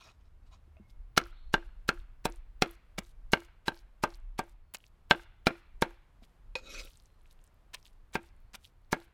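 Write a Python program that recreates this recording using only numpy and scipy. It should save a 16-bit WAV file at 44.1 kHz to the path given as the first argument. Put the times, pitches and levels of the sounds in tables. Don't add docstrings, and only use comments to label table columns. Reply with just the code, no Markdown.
import sys
import numpy as np
from scipy import signal
from scipy.fft import rfft, irfft, next_fast_len
from scipy.io import wavfile
from scipy.ndimage import uniform_filter1d, map_coordinates

SR = 44100
rng = np.random.default_rng(int(sys.argv[2]) if len(sys.argv) > 2 else 0)


def unload_audio(sound):
    columns = np.transpose(np.atleast_2d(sound))
    steps = np.round(np.clip(columns, -1, 1) * 32767)
    wavfile.write(sys.argv[1], SR, steps.astype(np.int16))


def ratio(d):
    e = np.asarray(d, float) / 20
    return 10 ** e


N = 402633
T = np.arange(N) / SR

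# t/s, wood level/dB, thump level/dB above wood, blade level/dB above wood, wood f/Hz
BLOWS = [(1.1765, -20, -5, 0, 1340), (1.5401, -23, -2, -3, 1596), (1.8899, -24, -4.5, -1.5, 1577),
         (2.2546, -29.5, 1.5, -3, 1287), (2.6218, -23, 0.5, 4.5, 1320), (2.983, -44, 3, 1.5, 1230),
         (3.3335, -21.5, -1.5, 0, 1542), (3.681, -27.5, -3, -5, 1605), (4.0373, -24, -4, -6.5, 1210),
         (4.3919, -27.5, -6, -10, 1158), (5.11, -16.5, -7.5, -4, 1575), (5.469, -21.5, 0, 1, 1400),
         (5.8227, -22.5, -2, -6, 1590), (6.5534, -41.5, -7.5, 5.5, 1970), (8.1539, -31, 0.5, -3, 1590),
         (8.9289, -24.5, -2, -5.5, 1590)]
# grain f/Hz, edge f/Hz, spine f/Hz, share of ring the meat leaves
SPOTS = [(673, 2940, 3990, .7), (885, 2840, 3990, 1.2), (860, 2560, 4290, .9), (896, 2450, 3960, .9),
         (735, 2500, 4050, .8), (635, 2230, 3540, 1.1), (894, 2820, 4110, 1.1), (886, 2970, 4010, 1.1),
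         (880, 2610, 4050, 1.1), (883, 2300, 4390, 1.1), (881, 2860, 3390, .9), (657, 2380, 3980, 1.1),
         (899, 2200, 3850, 1.1), (923, 2470, 3890, 1.1), (883, 2410, 3680, 1.1), (894, 2180, 3930, .9)]
# low grain level/dB, high grain level/dB, edge level/dB, spine level/dB
REACH = [(-4, 6, 4, 2), (1, 2, 0, -2), (-6, 4, -1, 1), (7, 0, -1, 3), (-2, 1, -1, 0), (-3, 1, 0, 4),
         (0, 1, 0, -2), (2, 1, -2, 6), (3, 1, -3, -4), (1, -4, 0, -3), (1, 1, 4, 5), (-3, -2, 0, -1),
         (2, -3, -3, 2), (2, -2, 0, 3), (4, -1, 3, -4), (3, -1, -2, -3)]
# f/Hz, level/dB, t60/s
LOG_THUMP = [(200, -3, 0.022), (268, 2.5, 0.02), (355, 0.5, 0.032), (430, 2, .028), (499, 3, .028)]
# f/Hz, level/dB, t60/s
WOOD_GRAIN = [(610, -8.5, .026), (720, -6, 0.024), (1030, -10, .02), (1400, -7.5, 0.024), (1590, -15, .06)]
# f/Hz, level/dB, t60/s
BLADE_RING = [(2180, -4.5, .012), (2600, -8, 0.012), (3400, -8, 0.011), (4200, -10, .011),
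              (4800, -9, 0.009), (5530, -9.5, .009), (6490, -18, 0.01)]
# f/Hz, level/dB, t60/s
FLAT_TAP = [(2490, 2.5, 0.067), (2800, -23, 0.099), (4200, -17.5, 0.12), (5620, -15, 0.02),
            (6700, -20, 0.06), (7240, -27, 0.059), (8800, -21, 0.043)]
# f/Hz, level/dB, t60/s
PORCH_HOLLOW = [(344, 0.5, 0.18), (200, -6, 0.054)]
# delay t/s, level/dB
ECHOES = [(.005, -23), (.012, -31.5), (.024, -36.5), (0.037, -38), (.084, -44), (.149, -53.5), (.21, -63.5)]
# f/Hz, t60/s
NEAR_SCATTER = [(150, 0.05), (500, 0.17), (1200, .14), (2400, 0.095), (5000, 0.042), (12000, 0.057)]
# f/Hz, t60/s
FAR_SCATTER = [(150, 0.12), (400, 0.25), (900, 0.72), (2000, .75), (3600, .66), (6000, 0.36), (12000, 0.15)]

# entry t/s, bottom t/s, wetness level/dB, crack level/dB at the bottom, pull-out fizz level/dB
CUTS = [(1.165, 1.176, -36, -27.5, -74.5), (1.526, 1.536, -52, -35, -81), (1.877, 1.888, -44, -36, -76.5),
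        (2.242, 2.253, -47.5, -30, -76.5), (2.612, 2.62, -48, -30, -72), (2.977, 2.986, -42, -44, -73.5),
        (3.319, 3.331, -46, -35, -74), (3.657, 3.681, -48.5, -41, -72.5), (4.023, 4.035, -48, -40, -72.5),
        (4.378, 4.392, -47.5, -49, -79), (4.737, 4.75, -48, -50, -77.5), (5.097, 5.108, -47.5, -34, -72.5),
        (5.458, 5.469, -41.5, -35.5, -75), (5.81, 5.819, -53, -34, -79.5), (6.221, 6.234, -68.5, -79, -93),
        (7.733, 7.747, -44, -54, -84), (8.13, 8.153, -48, -47, -79.5), (8.534, 8.552, -48.5, -47.5, -86.5),
        (8.911, 8.923, -51, -33, -73.5)]
# f/Hz, level/dB per Hz
SPRAY = [(1000, -80), (3000, -15.5), (5000, -2), (8000, -4), (12000, -8.5), (16000, -18)]
# f/Hz, level/dB per Hz
SQUELCH = [(60, -60), (250, -10), (700, -4), (2500, 0), (4500, -4), (7000, -16), (12000, -60.5)]
# t/s, peak level/dB, f/Hz
SMACKS = [(.903, -58, 4970), (1.239, -47.5, 5200), (2.001, -56, 3500), (2.288, -53, 4700), (2.3, -46, 9940),
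          (2.323, -47.5, 6000), (2.36, -54.5, 8800), (2.693, -51, 3400), (2.712, -46.5, 11800),
          (3.05, -56, 3800), (3.067, -56, 8300), (3.745, -53.5, 4000), (3.766, -59, 4800),
          (3.775, -52, 4400), (3.791, -53, 4800), (4.105, -54, 5400), (4.14, -51, 4400), (4.146, -48, 4400),
          (4.438, -60, 9100), (4.786, -54, 12100), (4.804, -54, 2900), (4.841, -55, 2693),
          (4.866, -53.5, 5800), (6.241, -57, 3200), (7.855, -51, 3700), (7.866, -53, 3400),
          (7.88, -56, 4100), (8.646, -48, 3110), (8.652, -48, 3400), (9.023, -56, 4500)]
# t/s, peak level/dB, f/Hz
FOLDS = [(6.839, -49, 3400), (6.851, -44, 11700), (6.874, -51, 2800), (6.883, -57, 3130),
         (6.907, -56, 3100), (6.934, -55, 4800), (6.941, -59, 4000), (6.957, -58, 3920), (6.973, -51, 8250),
         (7.0, -56.5, 4600), (7.058, -54, 6100), (7.31, -59, 3780), (7.328, -57, 9900),
         (7.415, -61.5, 6300), (7.441, -52, 9380), (7.544, -58, 14000)]
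# t/s, peak level/dB, f/Hz
SPLATS = [(0.7692, -66, 2600), (0.8982, -66, 3700), (1.1726, -36, 5500), (1.2706, -59, 12400),
          (1.4963, -80, 7400), (1.53, -54, 6200), (1.8814, -41, 12400), (2.3369, -66, 10500),
          (2.7006, -68, 10500), (2.7532, -68, 7400), (3.037, -64, 7400), (3.0433, -62, 6200),
          (3.0627, -64, 6200), (3.0979, -67, 8800), (3.3147, -68, 4400), (3.3231, -45, 8800),
          (3.3281, -37, 7400), (3.3743, -68, 14800), (3.4132, -69, 14800), (3.4351, -64, 14800),
          (3.6719, -57, 12400), (3.6758, -58, 14800), (3.7387, -67, 14800), (3.7557, -55, 14800),
          (3.7948, -72, 7400), (3.8023, -72, 14800), (4.0308, -46, 10500), (4.1725, -67, 12400),
          (4.2012, -75, 7400), (4.383, -54, 10500), (4.4685, -64, 14800), (4.481, -64, 12400),
          (4.7394, -37, 12400), (4.7434, -50, 12400), (4.7502, -45, 2600), (4.7556, -53, 3100),
          (4.7611, -54, 14800), (4.7699, -52, 5200), (4.8809, -64, 14800), (5.0989, -54, 12400),
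          (5.1031, -50, 14800), (5.2268, -65, 7400), (5.4583, -61, 3100), (5.4633, -36, 3100),
          (5.5845, -71, 10500), (5.8132, -52, 7400), (5.8182, -60, 8800), (6.2473, -71, 7400),
          (6.8322, -57, 8800), (6.8696, -62, 3100), (6.901, -62, 12400), (6.9175, -66, 10500),
         (6.9778, -66, 8800), (6.9841, -71, 12400), (7.0232, -67, 8800), (7.037, -67, 10500),
         (7.1031, -73, 2600), (7.2116, -70, 3100), (7.2168, -71, 8800), (7.23, -73, 10500),
         (7.236, -71, 12400), (7.258, -66, 2600), (7.2762, -73, 7400), (7.3048, -71, 3700),
         (7.3917, -71, 2600), (7.447, -65, 14800), (7.468, -66, 8800), (7.4765, -65, 7400),
         (7.7414, -51, 2200), (7.7471, -51, 6200), (7.7536, -54, 6200), (7.77, -57, 2200),
         (7.8284, -59, 5200), (7.8506, -63, 5200), (7.8741, -62, 7400), (7.9085, -75, 10500),
         (7.9334, -72, 10500), (8.0073, -79, 4400), (8.1245, -66, 10500), (8.1372, -50, 7400),
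         (8.1464, -44, 14800), (8.2312, -62, 8800), (8.2894, -66, 4400), (8.3647, -72, 8800),
         (8.4038, -71, 12400), (8.4201, -71, 14800), (8.5343, -58, 6200), (8.5503, -53, 10500),
         (8.558, -49, 12400), (8.6159, -69, 8800), (8.6381, -68, 8800), (8.6742, -62, 5200),
         (8.8179, -78, 10500), (8.8476, -74, 4400), (8.9139, -56, 10500), (8.9179, -51, 12400),
         (8.9224, -51, 12400), (8.9938, -68, 7400), (9.0454, -62, 12400), (9.0796, -77, 10500)]
# t/s, fizz level/dB, time to fall 20 dB t/s
CLINGS = [(.905, -72, .025), (6.245, -72, .03), (6.83, -63, .22), (7.02, -77, .06), (7.06, -75, .05),
          (7.2, -85, .08), (7.265, -80, .05), (7.31, -72, .045), (7.41, -82, .05), (7.46, -79, .04),
          (7.78, -76, .06), (7.86, -67, .055), (7.93, -85, .09), (8.26, -82, .05), (8.61, -82, .05),
          (8.65, -63, .045)]
# f/Hz, level/dB per Hz
FIZZ = [(500, -60), (2000, -5.5), (3500, 0.5), (7000, -5), (12000, -6), (16000, -17)]

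# t/s, steel level/dB
DRAG = [
    (6.558, -49),
    (6.61, -67.5),
    (6.65, -59.5),
    (6.69, -58),
    (6.75, -48),
    (6.775, -51.5),
    (6.8, -43.5),
    (6.83, -57.5),
    (6.895, -71),
]
# f/Hz, width f/Hz, level/dB
BLADE_RUB = [(2190, 23, -6), (2513, 56.5, 2), (3750, 40, -6), (3900, 90, -7), (5550, 150, -12),
             (6500, 53, -8.5), (7250, 45, -10.5), (11570, 62.8, -20.5)]
# f/Hz, width f/Hz, level/dB
BLOCK_RUB = [(253, 73, -3.5), (532, 60, 1), (1354, 44, -4)]
# f/Hz, level/dB per Hz
GRIT = [(160, -12), (538, -4.5), (821, -20), (1320, -3), (1680, -8), (3970, -2), (6000, -7), (16000, -32)]
# start t/s, hold t/s, tooth level/dB, body level/dB above it
STROKES = [
    (0.01, 0.09, -62.5, 2.5),
    (.14, .01, -82, 2),
    (0.212, .002, -79, -4),
    (0.253, .015, -80, 2),
    (.435, .002, -83, -11),
    (0.471, .002, -72, -4),
    (0.524, 0.022, -67, 2),
]
# f/Hz, width f/Hz, level/dB
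GRATER = [(2180, 110, -11), (2500, 70, -3), (3340, 72, -14), (3830, 34, -0.5), (4560, 95, -17),
          (5600, 59, -13), (6600, 91, -14.5)]
# f/Hz, width f/Hz, level/dB
BOWL = [(674, 50, -3), (1022, 70, -3), (1320, 120, -6)]
# t/s, level/dB, f/Hz, t60/s
KNOCKS = [(.677, -59, 333, 0.049), (.767, -57, 629, 0.088), (.767, -64, 2500, .05), (.776, -68, 2700, 0.1),
          (.799, -45, 200, 0.093), (.799, -54.5, 324, 0.061), (.8, -52, 130, .09), (2.988, -27, 200, 0.032),
          (2.988, -42, 610, 0.023), (8.541, -50.5, 210, 0.057), (4.74, -55.5, 200, 0.056),
          (6.556, -34, 519, 0.058), (6.222, -52.5, 228, .05), (6.22, -59, 685, 0.044)]

# start t/s, length t/s, f/Hz, scoop up from f/Hz below, peak level/dB
BIRDS = [
    (.725, .085, 2165, -4, -74),
    (.812, .088, 2173, 0, -68),
    (1.303, .06, 4240, 1300, -58),
    (1.356, .34, 4240, 1301.5, -56),
    (1.415, 0.0485, 4220, 1200, -71.5),
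    (4.576, 0.18, 4350, -0.5, -84.5),
    (6.901, .28, 4122, 0, -79),
    (8.27, .23, 4350, -4, -86),
    (8.68, 0.049, 7200, 1.5, -84),
]
# t/s, buffet level/dB
WIND = [(0, -60), (.4, -55), (.8, -59), (.92, -48.5), (1.5, -42.5), (2.2, -45.5), (2.55, -45), (2.88, -51),
        (3.24, -42), (3.55, -52.5), (4.3, -47), (4.8, -53.5), (5.8, -51), (6.15, -55), (6.48, -46.5),
        (7.56, -57.5), (8.2, -50.5), (9.13, -57)]
# f/Hz, level/dB per Hz
BUFFET = [(5, -120), (12, -15), (22, 2), (45, -3), (70, -21.5), (200, -120)]
# f/Hz, level/dB per Hz
RUMBLE = [(20, -120), (40, -20), (60, 0), (100, -5), (150, -20.5), (330, -27.5), (900, -120)]
# f/Hz, level/dB per Hz
HUSH = [(71, -30.5), (120, -0.5), (250, -12), (1130, -14.5), (4320, -30), (6010, -34.5), (13700, -37.5),
        (16500, -51.5)]
# f/Hz, width f/Hz, level/dB
MOTOR_HUM = [(73, 3, 0), (50, 5, -4)]


def unit(x):
    return x / np.sqrt(np.mean(x ** 2) + 1e-20)


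def along(points, hz):
    f, v = np.transpose(points)
    return np.interp(np.log(hz + 1), np.log(f + 1), v)


def level_curve(rows):
    s, db = np.transpose(rows)
    return np.interp(T, s, db, -150, -150)


def swell(s, hold, db, rise, fall):
    before = (s - T) / rise
    after = (T - s - hold) / fall
    return db - 20 * np.maximum(np.maximum(before, after), 0)


def wobble(rate):
    knots = rng.standard_normal(int(N * rate / SR) + 4)
    return map_coordinates(knots, [T * rate], order=1)


def white():
    return rng.standard_normal(N)


def grains(spike_db):
    sizes = rng.exponential(size=N // 24 + 1).repeat(24)[:N]
    return white() * ratio(spike_db * sizes)


def filtered(x, response):
    m = next_fast_len(N + SR // 2)
    spectrum = rfft(x, m) * response(np.fft.rfftfreq(m, 1 / SR))
    return unit(irfft(spectrum, m)[:N])


def coloured(x, spectrum):
    return filtered(x, lambda hz: ratio(along(spectrum, hz)))


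def resonant(x, peaks):
    def response(f):
        total = 0
        for k, (centre, width, db) in enumerate(peaks):
            damping = 1j * f * width
            total = total + (-1) ** k * ratio(db) * damping / (centre * centre - f * f + damping)
        return total
    return filtered(x, response)


def ring(modes, t, scatter_db, attack):
    total = np.zeros(len(t))
    for hz, db, t60 in modes:
        detune = 1 + .012 * scatter_db * rng.standard_normal()
        decay = ratio(db + rng.normal(0, scatter_db) - 60 * t / t60)
        total -= decay * np.sin(2 * np.pi * hz * detune * t)
    return total * (1 - np.exp(-t / attack))


def add(track, s, x):
    part = track[round(s * SR):][:len(x)]
    part += x[:len(part)]


def tail(decays, count):
    hz, t, z = signal.stft(rng.standard_normal(count), SR, nperseg=256)
    fading = ratio(-60 * t / along(decays, hz)[:, None])
    x = signal.istft(z * fading, SR, nperseg=256)[1]
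    return x / np.linalg.norm(x)


def yard(x, crack):
    scatter = ratio(-34) * tail(FAR_SCATTER, count=SR // 2)
    add(scatter, 0, ratio(-18.5) * tail(NEAR_SCATTER, count=SR // 6))
    walls = np.zeros(SR // 4)
    walls[0] = 1
    plank_hz = 1500
    plank = np.hanning(48) * np.sin(2 * np.pi * plank_hz * np.arange(48) / SR)
    for delay, db in ECHOES:
        if delay < .05:
            copy = rng.uniform(size=9)
        else:
            copy = ratio(-13) * plank
        add(walls, delay, ratio(db) * copy)
    late_crack = np.pad(crack, (SR // 160, 0))
    out = signal.fftconvolve(late_crack, scatter)
    add(out, 0, signal.fftconvolve(x, walls))
    return out


def blows():
    out = np.zeros(N)
    t = np.arange(SR // 5) / SR
    snap = -np.sin(2 * np.pi * 1900 * t) * ratio(-60 * t / .0008)
    snap /= np.linalg.norm(snap)
    snap_share = 0.65
    for blow, spot, reach in zip(BLOWS, SPOTS, REACH):
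        s, db, thump_db, steel_db, wood_hz = blow
        grain_hz, edge_hz, spine_hz, share = spot
        low_db, high_db, edge_db, spine_db = reach

        def wood(modes):
            return [(hz, level + (low_db if hz < 1100 else high_db), t60) for hz, level, t60 in modes]

        def steel_reach(hz):
            if hz < 3300:
                return edge_db
            return spine_db if hz < 4500 else 0

        def steel(modes):
            return [(hz, level + steel_reach(hz), t60) for hz, level, t60 in modes]

        local_wood = [(wood_hz, -3, .022 * share), (grain_hz, -3, .028 * share)]
        local_steel = [(edge_hz, -3, .014 * share), (spine_hz, -6, .012 * share)]
        wood_gain, steel_gain = ratio(12.5), ratio(steel_db + 16.5)
        knock = ratio(thump_db + 5) * ring(LOG_THUMP, t, scatter_db=1, attack=.0009)
        knock += wood_gain * ring(wood(WOOD_GRAIN), t, scatter_db=2, attack=.0015)
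        knock += wood_gain * ring(wood(local_wood), t, scatter_db=.3, attack=.0012)
        knock += steel_gain * ring(steel(BLADE_RING), t, scatter_db=2.5, attack=.0015)
        knock += steel_gain * ring(steel(local_steel), t, scatter_db=.3, attack=.0015)
        knock *= ratio(-60 * t * max(1 / share - 1, 0) / .03)
        first = ratio(10.5 - 60 * t / 0.0091) * knock
        crack = (1 - snap_share) * first + snap_share * np.linalg.norm(first) * snap
        add(out, s, ratio(db) * yard(knock, crack))
        hollow = ring(PORCH_HOLLOW, t, scatter_db=0.4, attack=.004)
        add(out, s + .035, ratio(db + thump_db - 15.5) * hollow)
    add(out, 6.5537, ratio(-29.5) * ring(FLAT_TAP, t, scatter_db=0, attack=0.00025))
    return out


def cuts():
    spray, squelch = np.zeros(N), np.zeros(N)
    squelch_db = 6
    for entry, bottom, spray_db, crack_db, _ in CUTS:
        t = np.arange(round((bottom - entry + .1) * SR)) / SR + entry - bottom
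        to_go = np.clip(-t / (bottom - entry), 0, 1)
        after = np.clip(t - .004, 0, 1)
        sinking = ratio(spray_db + 2.5 - 21 * to_go ** 1.2)
        cracking = ratio(crack_db - 60 * after / 0.016)
        add(spray, entry, np.where(t < 0, sinking, cracking))
        add(squelch, entry, ratio(spray_db + squelch_db - 2 - 18 * to_go ** 1.5 - 60 * after / 0.013))
    wet = spray * coloured(grains(spike_db=4.0), SPRAY)
    wet += squelch * coloured(grains(spike_db=2.5), SQUELCH)
    return yard(wet, crack=ratio(-7) * wet)[:N]


def smacks():
    out = np.zeros(N)
    t = np.arange(-40, 260) / SR
    ticks = [(s, db + 3, hz) for s, db, hz in SPLATS]
    for s, db, hz in SMACKS + FOLDS + ticks:
        breadth = 0.2 + .25 * rng.uniform()
        phase = rng.uniform(size=3)
        life = .5 / (hz * breadth)
        spread = np.minimum(hz * 2 ** (breadth * np.array([-1.1, 0, 1.1])), 15500)
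        wave = np.cos(2 * np.pi * (np.outer(t, spread) + phase)) @ [.4, 1, .4]
        envelope = np.exp(-np.where(t < 0, -3 * t, t) / life)
        add(out, s + t[0], ratio(db + 6) * wave * envelope)
    cling_db = [swell(s, 0, db, .03, fall) for s, db, fall in CLINGS]
    cling = ratio(np.max(cling_db, axis=0) + 2)
    pull = signal.windows.tukey(round(.125 * SR), .5)
    for _, bottom, *_, pull_db in CUTS:
        add(cling, bottom + 0.026, ratio(pull_db + 2.5) * pull)
    fizz = grains(spike_db=3.1) * ratio(2.2 * wobble(90))
    return out + cling * coloured(fizz, FIZZ)


def rub():
    return grains(spike_db=2.5) * ratio(2.1 * wobble(70))


def friction(high_db, low_db, high, low, grit_db):
    top = resonant(rub(), high) + ratio(grit_db) * coloured(rub(), GRIT)
    top /= np.sqrt(1 + ratio(2 * grit_db))
    return ratio(high_db + 2.5) * top + ratio(low_db - 0.5) * resonant(rub(), low)


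def scraping():
    steel_db = level_curve(DRAG)
    wood_db = -60 + 0.18 * (steel_db + 57)
    wood_db = np.minimum(wood_db, steel_db + 1.5)
    grit_db = 5.5 + 0.43 * (steel_db + 44.5)
    return friction(steel_db, wood_db, BLADE_RUB, BLOCK_RUB, grit_db)


def grating():
    teeth, body = [], []
    for s, hold, db, body_db in STROKES:
        stroke = swell(s, hold, db, rise=0.02, fall=0.03)
        teeth.append(stroke)
        body.append(stroke + body_db)
    grit_db = np.where(T < .17, 0, 5)
    return friction(np.max(teeth, axis=0), np.max(body, axis=0), GRATER, BOWL, grit_db)


def shifting(x, depth_db):
    z = signal.stft(x, nperseg=512)[2]
    field = uniform_filter1d(rng.standard_normal(z.shape), size=7, axis=0)
    field = uniform_filter1d(field, size=7, axis=1)
    patches = ratio(depth_db * (unit(field) - 0.52))
    return signal.istft(z * patches, nperseg=512)[1][:N]


def knocks():
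    out = np.zeros(N)
    t = np.arange(SR // 8) / SR
    for s, db, hz, t60 in KNOCKS:
        add(out, s, ring([(hz, db, t60)], t, scatter_db=1.5, attack=0.00075))
    return out


def birds():
    out, waver, flutter = np.zeros(N), wobble(130), wobble(120)
    scoop_s, rise_s, fade_s = .038, .016, .076
    for s, length, hz, scoop_hz, db in BIRDS:
        t = np.arange(round(length * SR)) / SR
        k = round(s * SR) + np.arange(len(t))
        scoop = scoop_hz * np.clip(1 - t / scoop_s, 0, 1) ** 1.3
        pitch = (hz - scoop) * (1 + .012 * waver[k])
        if scoop_hz > 300:
            fade_db = 19 * (1 - np.exp(-t / fade_s))
        else:
            fade_db = 2 * t / length
        level = ratio(db - 4 - fade_db + 2.9 * flutter[k]) * np.minimum(t / rise_s, 1)
        out[k] += level * np.sin(2 * np.pi * np.cumsum(pitch) / SR)
    far = signal.fftconvolve(out, tail(FAR_SCATTER, count=SR // 3))[:N]
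    return ratio(-7) * out + ratio(-7.5) * far


def air():
    at_table = T < .88
    buffet_db = level_curve(WIND)
    gusts_db = buffet_db - buffet_db.mean()
    rumble_db = -64 + .45 * gusts_db + 4.5 * at_table
    buffet = ratio(buffet_db - 3.5) * unit(ratio(4 * wobble(8)) * coloured(white(), BUFFET))
    rumble = ratio(rumble_db - 3.5 + 1.8 * wobble(6)) * coloured(white(), RUMBLE)
    hum = ratio(-63) * at_table * resonant(resonant(white(), MOTOR_HUM), MOTOR_HUM)
    hush = ratio(-73.5 + 1.2 * wobble(3)) * coloured(white(), HUSH)
    return buffet + rumble + hum + hush


def scene():
    chopping = blows() + cuts() + smacks()
    rubbing = shifting(scraping() + grating(), depth_db=3.2)
    return (chopping + rubbing + knocks() + birds() + air())[None]


def top_cut(x):
    return signal.sosfilt(signal.butter(12, 16670, fs=SR, output="sos"), x)


def record(dry):
    m = next_fast_len(N)
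    passed = np.fft.rfftfreq(m, 1 / SR) < 16600
    mix = irfft(rfft(dry, m) * passed, m)[:, :N]
    return top_cut(mix)


dry = scene()
out = record(dry)
unload_audio(out)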